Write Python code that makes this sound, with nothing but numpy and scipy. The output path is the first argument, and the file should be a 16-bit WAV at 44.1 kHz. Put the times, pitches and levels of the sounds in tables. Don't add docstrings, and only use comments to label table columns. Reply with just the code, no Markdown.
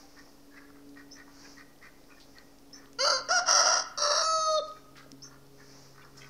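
import sys
import numpy as np
from scipy import signal
from scipy.io import wavfile
from scipy.ndimage import uniform_filter1d

SR = 44100
rng = np.random.default_rng(int(sys.argv[2]) if len(sys.argv) > 2 else 0)


def put_to_file(sound):
    columns = np.atleast_2d(sound).T
    safe = np.clip(columns, -1, 1)
    whole_steps = np.round(safe * 32767)
    wavfile.write(sys.argv[1], SR, whole_steps.astype(np.int16))


def to_linear_factor(level_db):
    exponent = np.asarray(level_db, float) / 20
    return 10 ** exponent


N = 277389

# time in seconds, level in
# dB.
HUM_SWELL = [(0, -59), (.4, -68), (.56, -57), (.9, -51), (1.5, -58), (1.9, -66), (2.55, -63.5),
             (2.75, -57.5), (3.8, -59.5), (4.0, -70.5), (4.3, -76), (4.6, -61.5), (5.4, -60), (5.7, -59),
             (5.9, -63), (6.29, -57.5)]
# starting level in dB, drift in dB per second, share of the swell.
HUM_PARTIALS = [(-16, 2.5, 0.53), (-1, 0, 0.81), (-12.5, 1.5, 0.81)]
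# frequency in Hz, level in dB.
RUMBLE = [(27, -69.5), (50, -75)]
# frequency in Hz, density in dB per Hz.
AIR_COLOUR = [(12, -37), (20, -6), (93, -23), (226, -14.5), (283, -9.5), (363, -17), (418, -19),
              (467, -14.5), (1880, -32), (2780, -32.5), (5280, -31.5), (7800, -36), (15700, -36)]
# frequency in Hz, density in dB per Hz.
GRASS_COLOUR = [(500, -1), (1200, -1), (2300, -7), (3500, -18), (4600, 0), (5500, 3.5), (6500, -3.5),
                (8000, -21), (12000, -37)]
# centre in seconds, level in dB, width in seconds.
GUSTS = [(0, -57.5, 0.036), (.15, -62.5, 0.2), (1.46, -54, 0.093), (2.3, -65.5, 0.21), (4.7, -62.5, 0.11),
         (5.774, -57, 0.13), (6.29, -61, 0.11)]

# start in seconds, level in dB, start pitch in Hz, top pitch in Hz.
CHIPS = [
    (1.109, -45.5, 5110, 6010),
    (2.727, -45.5, 5150, 6000),
    (5.219, -42.5, 4960, 6140),
]
# start in seconds, level in dB, length in seconds, cavity pitch factor.
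OPEN_CLUCKS = [(0.16, -49, 0.073, 0.94), (0.505, -50.5, 0.19, 0.87), (0.559, -48, 0.042, 1.01),
               (0.956, -46.5, 0.082, 0.95), (1.154, -46.5, 0.087, 0.95), (1.566, -45.5, 0.077, 0.98),
               (1.812, -46, 0.092, 0.99), (2.347, -50.5, 0.091, 0.99), (2.728, -52.5, 0.13, 0.92),
               (2.163, -56.5, 0.034, 0.91), (5.58, -52, 0.078, 0.9)]
# start in seconds, level in dB, length in seconds, cavity pitch factor.
MUTTERS = [(0.25, -54, 0.058, 0.67), (0.682, -51, 0.036, 0.87), (.745, -53, 0.071, 1),
           (1.266, -49, 0.049, 0.73), (1.431, -46, 0.058, 1.28), (2.086, -48.5, .058, 0.93),
           (2.802, -50.5, 0.1, 0.94), (4.7447, -51, 0.059, 1.2), (4.95, -44, 0.11, 1.03),
           (5.223, -49.5, 0.091, 0.89), (5.2925, -46.5, 0.093, 0.89), (5.684, -57, 0.078, 1.15),
           (5.938, -45.5, 0.13, 0.966), (6.019, -46, 0.082, 0.87), (6.12, -44, 0.47, 0.97),
           (6.2527, -61, 0.085, 0.97), (6.0144, -51, 0.023, 1.8), (6.205, -42.5, 0.06, 1.64)]
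# upper rings in dB, brightness in dB, air between knocks as a ratio.
OPEN_BEAK = (5.1, -6, 1.1)
SHUT_BEAK = (-5.5, -12.5, 0.54)
# frequency in Hz, width in Hz, level in dB.
CLUCK_RINGS = [(1282, 250, 11.5), (1545, 71, 14.5), (1946, 165, 1), (2453, 106, -10.5)]

# start in seconds, level in dB, ring in Hz, t60 in seconds.
TICKS = [(0.19, -41.5, 5400, 0.0066), (0.9462, -51, 4020, 0.0043), (1.141, -46, 5900, 0.004),
         (1.1534, -47, 5900, 0.004), (1.7624, -52, 3260, 0.0052), (2.0403, -53, 4100, 0.0072),
         (2.3846, -39, 4450, 0.013), (2.587, -42.5, 5390, 0.0025), (2.712, -52, 3400, .004),
         (2.8584, -46, 3080, 0.005), (2.859, -50, 4100, .004), (2.9317, -38, 6200, 0.00195),
         (4.6844, -41, 4960, 0.008), (4.695, -50, 4500, .006), (1.788, -50, 5000, .004),
         (4.7156, -41, 3845, 0.0044), (5.1178, -30.5, 5500, 0.0034), (5.467, -48, 5320, 0.00335),
         (5.977, -51, 4900, 0.0054), (6.0482, -51, 5490, 0.012)]
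# start in seconds, level in dB, ring in Hz, t60 in seconds.
THUDS = [
    (2.859, -51, 278, 0.064),
    (3.669, -41.5, 260, 0.038),
    (4.38, -50, 155, 0.087),
    (5.128, -44, 272, 0.14),
    (0.031, -55, 792, 0.2),
    (5.062, -47.5, 604, 0.049),
]
# start in seconds, level in dB, centre in Hz, width in Hz, t60 in seconds.
SCUFFS = [(0.89, -62, 5100, 2500, 0.1), (1.8364, -67, 4960, 2500, 0.32), (2.2, -54.5, 4200, 1900, 0.25),
          (4.955, -56.5, 1800, 1500, .3), (4.9675, -53.5, 4100, 2900, 0.29),
          (6.1705, -53.5, 5500, 2450, 0.33), (6.174, -56, 5200, 350, .15), (6.05, -60, 5500, 500, .1),
          (4.68, -58, 5400, 2500, 0.11), (2.1, -57, 2450, 150, .3)]

# time in seconds, effort in dB, mouth opening 0-1.
BLEATS = [
    [(2.985, -44, 0.5), (2.991, -35, 0.65), (3.007, -27.5, 0.7), (3.045, -22.5, 0.52), (3.055, -24, 0.6),
     (3.12, -24, 0.63), (3.189, -34.5, 0.81), (3.21, -50, 0.06)],
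    [(3.286, -33, 0.38), (3.312, -22.5, 0.3), (3.352, -24.5, 0.3), (3.364, -21.5, 0.52), (3.39, -25, 0.37),
     (3.41, -33.5, 0.1), (3.44, -40.5, 0), (3.455, -49, 0)],
    [(3.455, -42.5, 0.5), (3.489, -22.5, 0.7), (3.541, -22, 0.75), (3.67, -23, 0.56), (3.791, -27, 0.7),
     (3.83, -41.5, 0.82)],
    [(3.974, -38, 0.57), (3.982, -34.5, 0.84), (4.022, -26.5, 0.65), (4.1, -25.5, 0.5), (4.19, -26, 0.64),
     (4.29, -30.5, 0.53)],
]
# time in seconds, pitch in Hz, roughness 0-1.
FOLDS = [
    [(2.985, 468, .2), (3.006, 514, .1), (3.02, 530, .08), (3.04, 552, .12), (3.05, 580, .76),
     (3.108, 598, .76), (3.124, 540, .6), (3.134, 531, .08), (3.168, 516, .12), (3.182, 512, .7),
     (3.22, 520, .5)],
    [(3.285, 545, .8), (3.302, 650, .7), (3.311, 688, .13), (3.321, 702, .14), (3.33, 740, .18),
     (3.35, 752, .24), (3.359, 712, .1), (3.378, 698, .1), (3.388, 675, .35), (3.394, 705, .85),
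     (3.415, 708, .3), (3.44, 745, .4), (3.455, 735, .6)],
    [(3.455, 710, .65), (3.47, 690, .8), (3.5, 668, .7), (3.7, 668, .66), (3.84, 655, .75)],
    [(3.97, 565, .8), (4.025, 590, .72), (4.05, 592, .65), (4.11, 584, .65), (4.165, 600, .68),
     (4.19, 650, .7), (4.29, 647, .55)],
]
# frequency in Hz, width in Hz, level in dB.
HALF_OPEN_THROAT = [(634, 660, 0), (970, 174, -2.5), (1370, 122, 10), (2070, 250, -19), (2994, 235, -14),
                    (4140, 205, -6), (4634, 330, 1), (5500, 410, -11.5), (6270, 270, -6.5),
                    (8650, 400, -35), (9730, 230, -24), (11130, 400, -38.5), (13050, 530, -39)]
WIDE_OPEN_THROAT = [(530, 280, -10), (1016, 130, 1), (1380, 360, 1), (1890, 180, -9.5), (2800, 300, -17.5),
                    (4260, 740, -9.5), (4730, 320, 2), (5560, 620, 7), (6200, 120, -10), (7700, 750, -22),
                    (10400, 1020, -42), (10580, 140, -21)]
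HOARSE_THROAT = [(660, 1300, -8), (995, 130, -0.5), (1335, 168, 0.5), (1793, 337, -10), (2860, 150, -14),
                 (3204, 130, -17), (4190, 730, -13), (4880, 330, -1), (5650, 450, 4.5), (6200, 300, -12),
                 (6850, 160, -50), (8340, 504, -27), (8830, 350, -27), (10920, 660, -33)]
STRAINED_THROAT = [(500, 370, -23), (1004, 235, -2.5), (1317, 118, 4), (1730, 265, -9.5), (2715, 260, -21),
                   (3950, 380, -5.5), (4610, 350, -2.5), (5590, 375, 1.5), (6420, 150, -13),
                   (8070, 560, -24.5), (9880, 330, -25.5), (10934, 450, -32)]
# frequency in Hz, width in Hz, opening 0-1.
POCKETS = [(3530, 560, 0.94), (3630, 240, 0.8), (3800, 190, .8), (3500, 400, 0.9)]
SPLITS_HZ = [0, 0, 55, 0]
LIPS_DB = [17, 1.8, 1.1, 1]
NOSES_DB = [2.5, -4, -0.5, 1.3]
# time in seconds, dip in dB.
CATCHES = [(3.06, -11), (3.08, -15), (3.115, -21), (3.318, -17), (3.383, -14), (3.4, -8), (3.447, -15),
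           (4.194, -8)]
HANDOVER_S = (4.222, 4.266)
# time in seconds, pitch in Hz, level in dB, mouth opening 0-1.
CRY = [(4.22, 637, -25.5, 1), (4.278, 643.8, -27.5, 0.88), (4.38, 638.4, -26.5, 0.76),
       (4.464, 629, -28.5, 0.92), (4.5, 627.4, -26, 0.65), (4.565, 619.7, -28, 0.24),
       (4.588, 608, -25.5, 0.04), (4.596, 580, -26.5, 0.02), (4.607, 475, -41, 0)]
# multiple of the pitch, level in dB, drift in dB per second.
CRY_PARTIALS = [(1, -6, 0), (2, 0, 0), (3, -28, -20), (4, -34, -50), (5, -37, 12), (6, -15, 25),
                (7, -9, -20), (8, -16, -20), (9, -21, -10), (10, -11, -15), (11, -29, -50), (12, -36, 40),
                (13, -41, 20), (14, -42, 20), (15, -33, -55), (16, -37, 40), (17, -35, -40), (18, -47, 50),
                (19, -46, 90)]

# frequency in Hz, t60 in seconds.
YARD_T60 = [(400, 0.29), (650, 0.64), (1250, 0.86), (2500, 0.85), (4000, 0.54), (8000, 0.058)]
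# delay in seconds, level in dB.
ECHOES = [(.004, -20), (.021, -16), (.058, -23), (.095, -20), (.16, -58), (.235, -51), (.3, -36.5)]
# frequency in Hz, threshold in dB.
DROPOUT = [(1500, -72), (2200, -57), (3000, -55.5), (3600, -54), (4500, -68), (8000, -66), (11000, -62),
           (14000, -60)]


def evened(x):
    return x / np.sqrt(np.mean(x ** 2) + 1e-20)


def steadied(x, span_s=0.1):
    return x / np.sqrt(abs(uniform_filter1d(x ** 2, int(span_s * SR))) + 1e-12)


def read(points, hz):
    f, value = np.transpose(points)
    return np.interp(np.log(hz + 1), np.log(f + 1), value)


def unroll(rows):
    s, *columns = np.transpose(rows)
    t = np.arange(s[0], s[-1], 1 / SR)
    return t, [np.interp(t, s, c) for c in columns]


def add(mix, start_s, sound):
    part = mix[round(start_s * SR):][:len(sound)]
    part += sound[:len(part)]


def resonate(x, hz, width_hz):
    turn = np.exp(2j * np.pi * hz * np.arange(len(x)) / SR)
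    r = np.exp(-np.pi * abs(width_hz) / SR)
    return 2 * (turn * signal.lfilter([1 - r], [1, -r], x / turn)).real


def resonate_twice(x, hz, width_hz):
    return resonate(resonate(x, hz, width_hz), hz, width_hz)


def wobble(length, hz):
    low_pass = signal.butter(2, hz, fs=SR, output="sos")
    return evened(signal.sosfilt(low_pass, rng.standard_normal(length)))


def hiss(colour, patchy_db):
    hz = np.fft.rfftfreq(1024, 1 / SR)
    a, b, patches = rng.standard_normal((N // 256 + 5, 513, 3)).T
    patches = uniform_filter1d(patches, size=12, axis=0)
    patches = evened(uniform_filter1d(patches, size=10, axis=1))
    spectrum = (a + 1j * b) * to_linear_factor(read(colour, hz)[:, None] + patchy_db * patches)
    return evened(signal.istft(spectrum, nperseg=1024, noverlap=768)[1][:N])


def air():
    return to_linear_factor(-60) * hiss(AIR_COLOUR, patchy_db=.4)


def hum():
    t, (swell_db,) = unroll(HUM_SWELL)
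    hz = 142.1 - .8 * t
    turns = np.cumsum(hz * (1 + 0.0037 * wobble(len(t), hz=5.3))) / SR
    tone = np.zeros(len(t))
    for k, (start_db, db_per_s, share) in enumerate(HUM_PARTIALS, 1):
        level_db = share * (swell_db + 59.5) - 60.5 + start_db + db_per_s * t
        tone += to_linear_factor(level_db + 2.2 * wobble(len(t), hz=1.9)) * np.sin(2 * np.pi * k * turns)
    for f, db in RUMBLE:
        level = to_linear_factor(db + wobble(len(t), hz=3))
        tone += level * np.sin(2 * np.pi * f * t + wobble(len(t), hz=0.52))
    return np.sqrt(2) * np.resize(tone, N)


def gusts():
    t = np.arange(N) / SR
    power = to_linear_factor(2 * -72.5)
    for s, db, width_s in GUSTS:
        power = power + to_linear_factor(2 * db) * np.exp(-((t - s) / width_s) ** 2)
    return np.sqrt(power)


def grass():
    return gusts() * hiss(GRASS_COLOUR, patchy_db=.8)


def cluck(db, length_s, size, upper_db, bright_db, air_ratio):
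    t = np.arange(0, np.clip(length_s, .02, .2) + 0.07, 1 / SR)
    turns = np.cumsum(68 * (1 + .25 * wobble(len(t), hz=60))) / SR
    knocks = np.diff(np.floor(turns), prepend=-1) > 0
    puff = signal.lfilter([1], [1, -.993], knocks * 1.) * rng.standard_normal(len(t))
    drive = evened(puff) + air_ratio * rng.standard_normal(len(t))
    drive = drive * np.sin(np.pi * np.minimum(t / length_s, 1) ** 0.68)
    rings = []
    for f, width_hz, ring_db in CLUCK_RINGS:
        once = resonate(drive, f * size, width_hz)
        rings.append(to_linear_factor(ring_db) * resonate(once, f * size, 1.47 * width_hz))
    lower, upper = evened(sum(rings[:2])), evened(sum(rings[2:]))
    edge = evened(resonate_twice(drive, 4650, 2000))
    return to_linear_factor(db - 17) * (lower + to_linear_factor(upper_db) * upper + to_linear_factor(bright_db) * edge)


def chip(db, start_hz, top_hz):
    t = np.arange(0, .07, 1 / SR)
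    burr = 1 + 0.014 * wobble(len(t), hz=300)
    low_hz = .9 * top_hz - (.9 * top_hz - .96 * start_hz) * np.exp(-t / .006)
    high_hz = .985 * top_hz * (1 + .05 * np.exp(-((t - .025) / .004) ** 2))
    low, high = (np.sin(2 * np.pi * np.cumsum(hz * burr) / SR) for hz in (low_hz, high_hz))
    low = to_linear_factor(-360 * abs(t - .012)) * low
    high = np.clip(t / 0.0081 - .4, 0, .7) * to_linear_factor(-280 * abs(t - .025)) * high
    level = to_linear_factor(db - 0.5 + 3.0 * wobble(len(t), hz=252))
    return level * (low + high) * signal.windows.tukey(len(t), .12)


def knock(db, hz, t60_s):
    t = np.arange(0, .12, 1 / SR)
    glide = 1 - 8 * t * (hz > 2000)
    return to_linear_factor(db - 60 * t / abs(t60_s)) * np.sin(2 * np.pi * hz * t * glide)


def scuff(db, hz, width_hz, t60_s):
    t = np.arange(0, .12, 1 / SR)
    crumbs = to_linear_factor(1.3 * wobble(len(t), hz=200)) * rng.standard_normal(len(t))
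    return to_linear_factor(db - 60 * t / t60_s) * evened(resonate_twice(crumbs, hz, width_hz))


def yard(x):
    taps = np.zeros(SR)
    at = np.arange(900, SR - 20, 20)
    taps[at + rng.integers(0, 20, len(at))] = rng.choice([-1., 1.], len(at))
    hz, t, z = signal.stft(taps, SR, nperseg=256)
    tail = signal.istft(z * to_linear_factor(-60 * t / read(YARD_T60, hz)[:, None]), SR, nperseg=256)[1]
    tail *= to_linear_factor(-19.5) / np.linalg.norm(tail)
    for s, db in ECHOES:
        spread, dull = round(s * .12 * SR) + 1, round(s * 32) + 1
        scatter = rng.choice([-1., 1.], spread) / np.sqrt(spread)
        add(tail, s, to_linear_factor(db) * np.convolve(scatter, np.ones(dull) / dull))
    return x + signal.fftconvolve(x, tail)[:N]


def fold_swing(t, folds, split_hz):
    s, hz, rough = np.transpose(folds)
    hz, rough = np.interp(t, s, hz), np.interp(t, s, rough)
    stumble = 0.098 * rough * wobble(len(t), hz=157.0)
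    turns = np.cumsum(hz * (1 + stumble)) / SR
    lowest = np.cos(2 * np.pi * np.cumsum(hz * (1 + .6 * stumble)) / SR)
    split_turns = np.cumsum(split_hz * (1 + .5 * wobble(len(t), hz=40))) / SR
    lowest = evened(lowest * np.cos(2 * np.pi * split_turns))
    pulses = evened(sum(np.cos(2 * np.pi * k * turns) for k in range(1, 27)))
    puffs = evened((1.0 + np.exp(-(turns % 1) / 0.65)) * rng.standard_normal(len(t)))
    return lowest, pulses, puffs, rough


def bleat(rows, folds, pocket, throat, split_hz, lips_db, nose_db):
    t, (effort_db, mouth) = unroll(rows)
    since_s = t - t[0]
    catch_db = sum(db * np.exp(-((t - s) / 0.0028) ** 2) for s, db in CATCHES)
    nasal_db = nose_db + catch_db - 1.5 - 22 * (mouth - .5)
    rasp_db = 1 + 14 * (mouth - .5)
    lowest, pulses, puffs, rough = fold_swing(t, folds, split_hz)

    flutter = to_linear_factor(4.4 * rough * np.tanh(1.5 * wobble(len(t), hz=95)))
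    flutter *= to_linear_factor(4 * rough * (t < 3.13) * np.cos(2 * np.pi * 45 * (t - 3.055)))
    slack = evened(resonate(rng.standard_normal(len(t)), 140, 90))
    rattle = to_linear_factor(4 * rough ** 2 * np.tanh(slack))

    lips_flare_db = lips_db * np.exp(-(since_s / 0.072) ** 2)
    groups = np.zeros((3, len(t)))
    for k, (f, width_hz, db) in enumerate(throat):
        group = (f > 800) + (f > 3500)
        airy = np.minimum(rough * [.7, 1.08, .75][group] + [0, .03, .14][group], 1)
        swing = pulses if group else lowest
        drive = flutter * (np.sqrt(1 - airy ** 2) * swing + airy * puffs)
        if group == 2:
            drive = drive * rattle
        level = to_linear_factor(db + lips_flare_db * (group == 1 and f > 1900))
        groups[group] += (-1) ** k * level * resonate_twice(drive, f, 1.25 * width_hz)
    nasal, oral, rasp = (steadied(g) for g in groups)
    voice = to_linear_factor(nasal_db) * nasal + oral + to_linear_factor(rasp_db) * rasp
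    voice = to_linear_factor(effort_db - 4.5) * voice * signal.windows.tukey(len(t), .01)
    voice = voice * np.sqrt(np.interp(t, HANDOVER_S, [1, 0]))
    voice = signal.sosfilt(signal.butter(4, 353, "high", fs=SR, output="sos"), voice)

    pocket_hz, pocket_width_hz, pocket_open = pocket
    opening = min(pocket_open, 1) * np.clip(.5 + since_s / .08, 0, 1)
    for _ in range(2):
        voice = voice - opening * resonate(voice, pocket_hz, pocket_width_hz)
    return t[0], voice


def cry_breath(length):
    leak = rng.standard_normal(length)
    breath = evened(sum(to_linear_factor(db) * resonate_twice(leak, f, w) for f, w, db in STRAINED_THROAT))
    breath = breath + to_linear_factor(-13.0) * evened(resonate_twice(leak, 9300, 2500))
    return breath - .6 * resonate(breath, 3000, 900)


def cry():
    t, (hz, level_db, mouth) = unroll(CRY)
    mouth = np.clip(mouth, 0, 1)
    snap_s = 4.586
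    upper_db = -32 - 17 * (t - t[0])
    upper_db += 7.5 * np.exp(-((t - snap_s) / 0.02) ** 2) - 2000 * np.maximum(t - snap_s, 0)
    turns = np.cumsum(hz * (1 + 0.0022 * wobble(len(t), hz=39.6))) / SR
    closing_s = np.maximum(t - 4.55, 0)

    upper = np.zeros(len(t))
    for k, db, db_per_s in CRY_PARTIALS[5:]:
        partial_db = db + db_per_s * (t - 4.5) - 83 * closing_s * (k - 6.0)
        upper += to_linear_factor(partial_db + 1.1 * wobble(len(t), hz=16.0)) * np.sin(2 * np.pi * k * turns)
    weak = np.zeros(len(t))
    for k, db, db_per_s in CRY_PARTIALS[2:5]:
        weak += to_linear_factor(db - 29.5 + db_per_s * (t - 4.5)) * np.sin(2 * np.pi * k * turns)
    tone = np.sqrt(1 - mouth) * np.sin(2 * np.pi * turns) + np.sqrt(mouth) * np.sin(4 * np.pi * turns)
    tone = np.sqrt(2) * to_linear_factor(level_db) * tone
    breath = to_linear_factor(-46 - 24 * (t - t[0])) * cry_breath(len(t))
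    voice = tone + weak + to_linear_factor(upper_db) * steadied(upper) + breath
    fade_in = np.sqrt(np.interp(t, HANDOVER_S, [0, 1]))
    return t[0], voice * signal.windows.tukey(len(t), .02) * fade_in


def scene():
    far, near = np.zeros(N), np.zeros(N)
    clucks = [c + OPEN_BEAK for c in OPEN_CLUCKS] + [c + SHUT_BEAK for c in MUTTERS]
    layers = [(clucks, cluck, far), (CHIPS, chip, far), (TICKS + THUDS, knock, near), (SCUFFS, scuff, near)]
    for events, source, mix in layers:
        for start_s, *how in events:
            add(mix, start_s, source(*how))
    throats = [HALF_OPEN_THROAT, WIDE_OPEN_THROAT, HOARSE_THROAT, STRAINED_THROAT]
    for call in zip(BLEATS, FOLDS, POCKETS, throats, SPLITS_HZ, LIPS_DB, NOSES_DB):
        add(far, *bleat(*call))
    add(far, *cry())
    return (yard(far) + near + hum() + grass() + air())[None]


def drop_masked_bands(x):
    hz, _, z = signal.stft(x, SR, nperseg=1024, noverlap=768)
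    power = abs(z) ** 2
    band_power = uniform_filter1d(uniform_filter1d(power, size=10, axis=1), size=5, axis=2)
    band_db = 10 * np.log10(abs(band_power) + 1e-20)
    total_db = 10 * np.log10(uniform_filter1d(power.sum(axis=1, keepdims=True), size=5, axis=2) + 1e-20)
    bins, frames = np.arange(z.shape[1]), np.arange(z.shape[2])
    high = bins >= 160
    wide = np.minimum(bins // 16 * 16 + 8, bins[-1])
    band_db = band_db[:, np.where(high, wide, bins)][:, :, frames // 4 * 4]
    luck_db = 2.5 * rng.standard_normal((len(frames) // 8 + 1, len(bins) // 16 + 1))
    luck_db = luck_db[frames // 8][:, bins // 16].T
    recovery_db = frames * 0.52
    held_db = np.maximum.accumulate(total_db + recovery_db, axis=2) - recovery_db
    margin_db = band_db + luck_db * high[:, None] - held_db - read(DROPOUT, hz)[:, None]
    return signal.istft(z * np.clip(margin_db, 0, 1), nperseg=1024, noverlap=768)[1][:, :N]


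def roll_off(x):
    return signal.sosfilt(signal.butter(12, 15810, fs=SR, output="sos"), x)


def record(dry):
    rounded = .5 * np.tanh(dry / .5)
    limited = signal.oaconvolve(rounded, signal.firwin(511, 15720, fs=SR)[None], "same")
    return roll_off(drop_masked_bands(limited) - .0013)


dry = scene()
out = record(dry)
put_to_file(out)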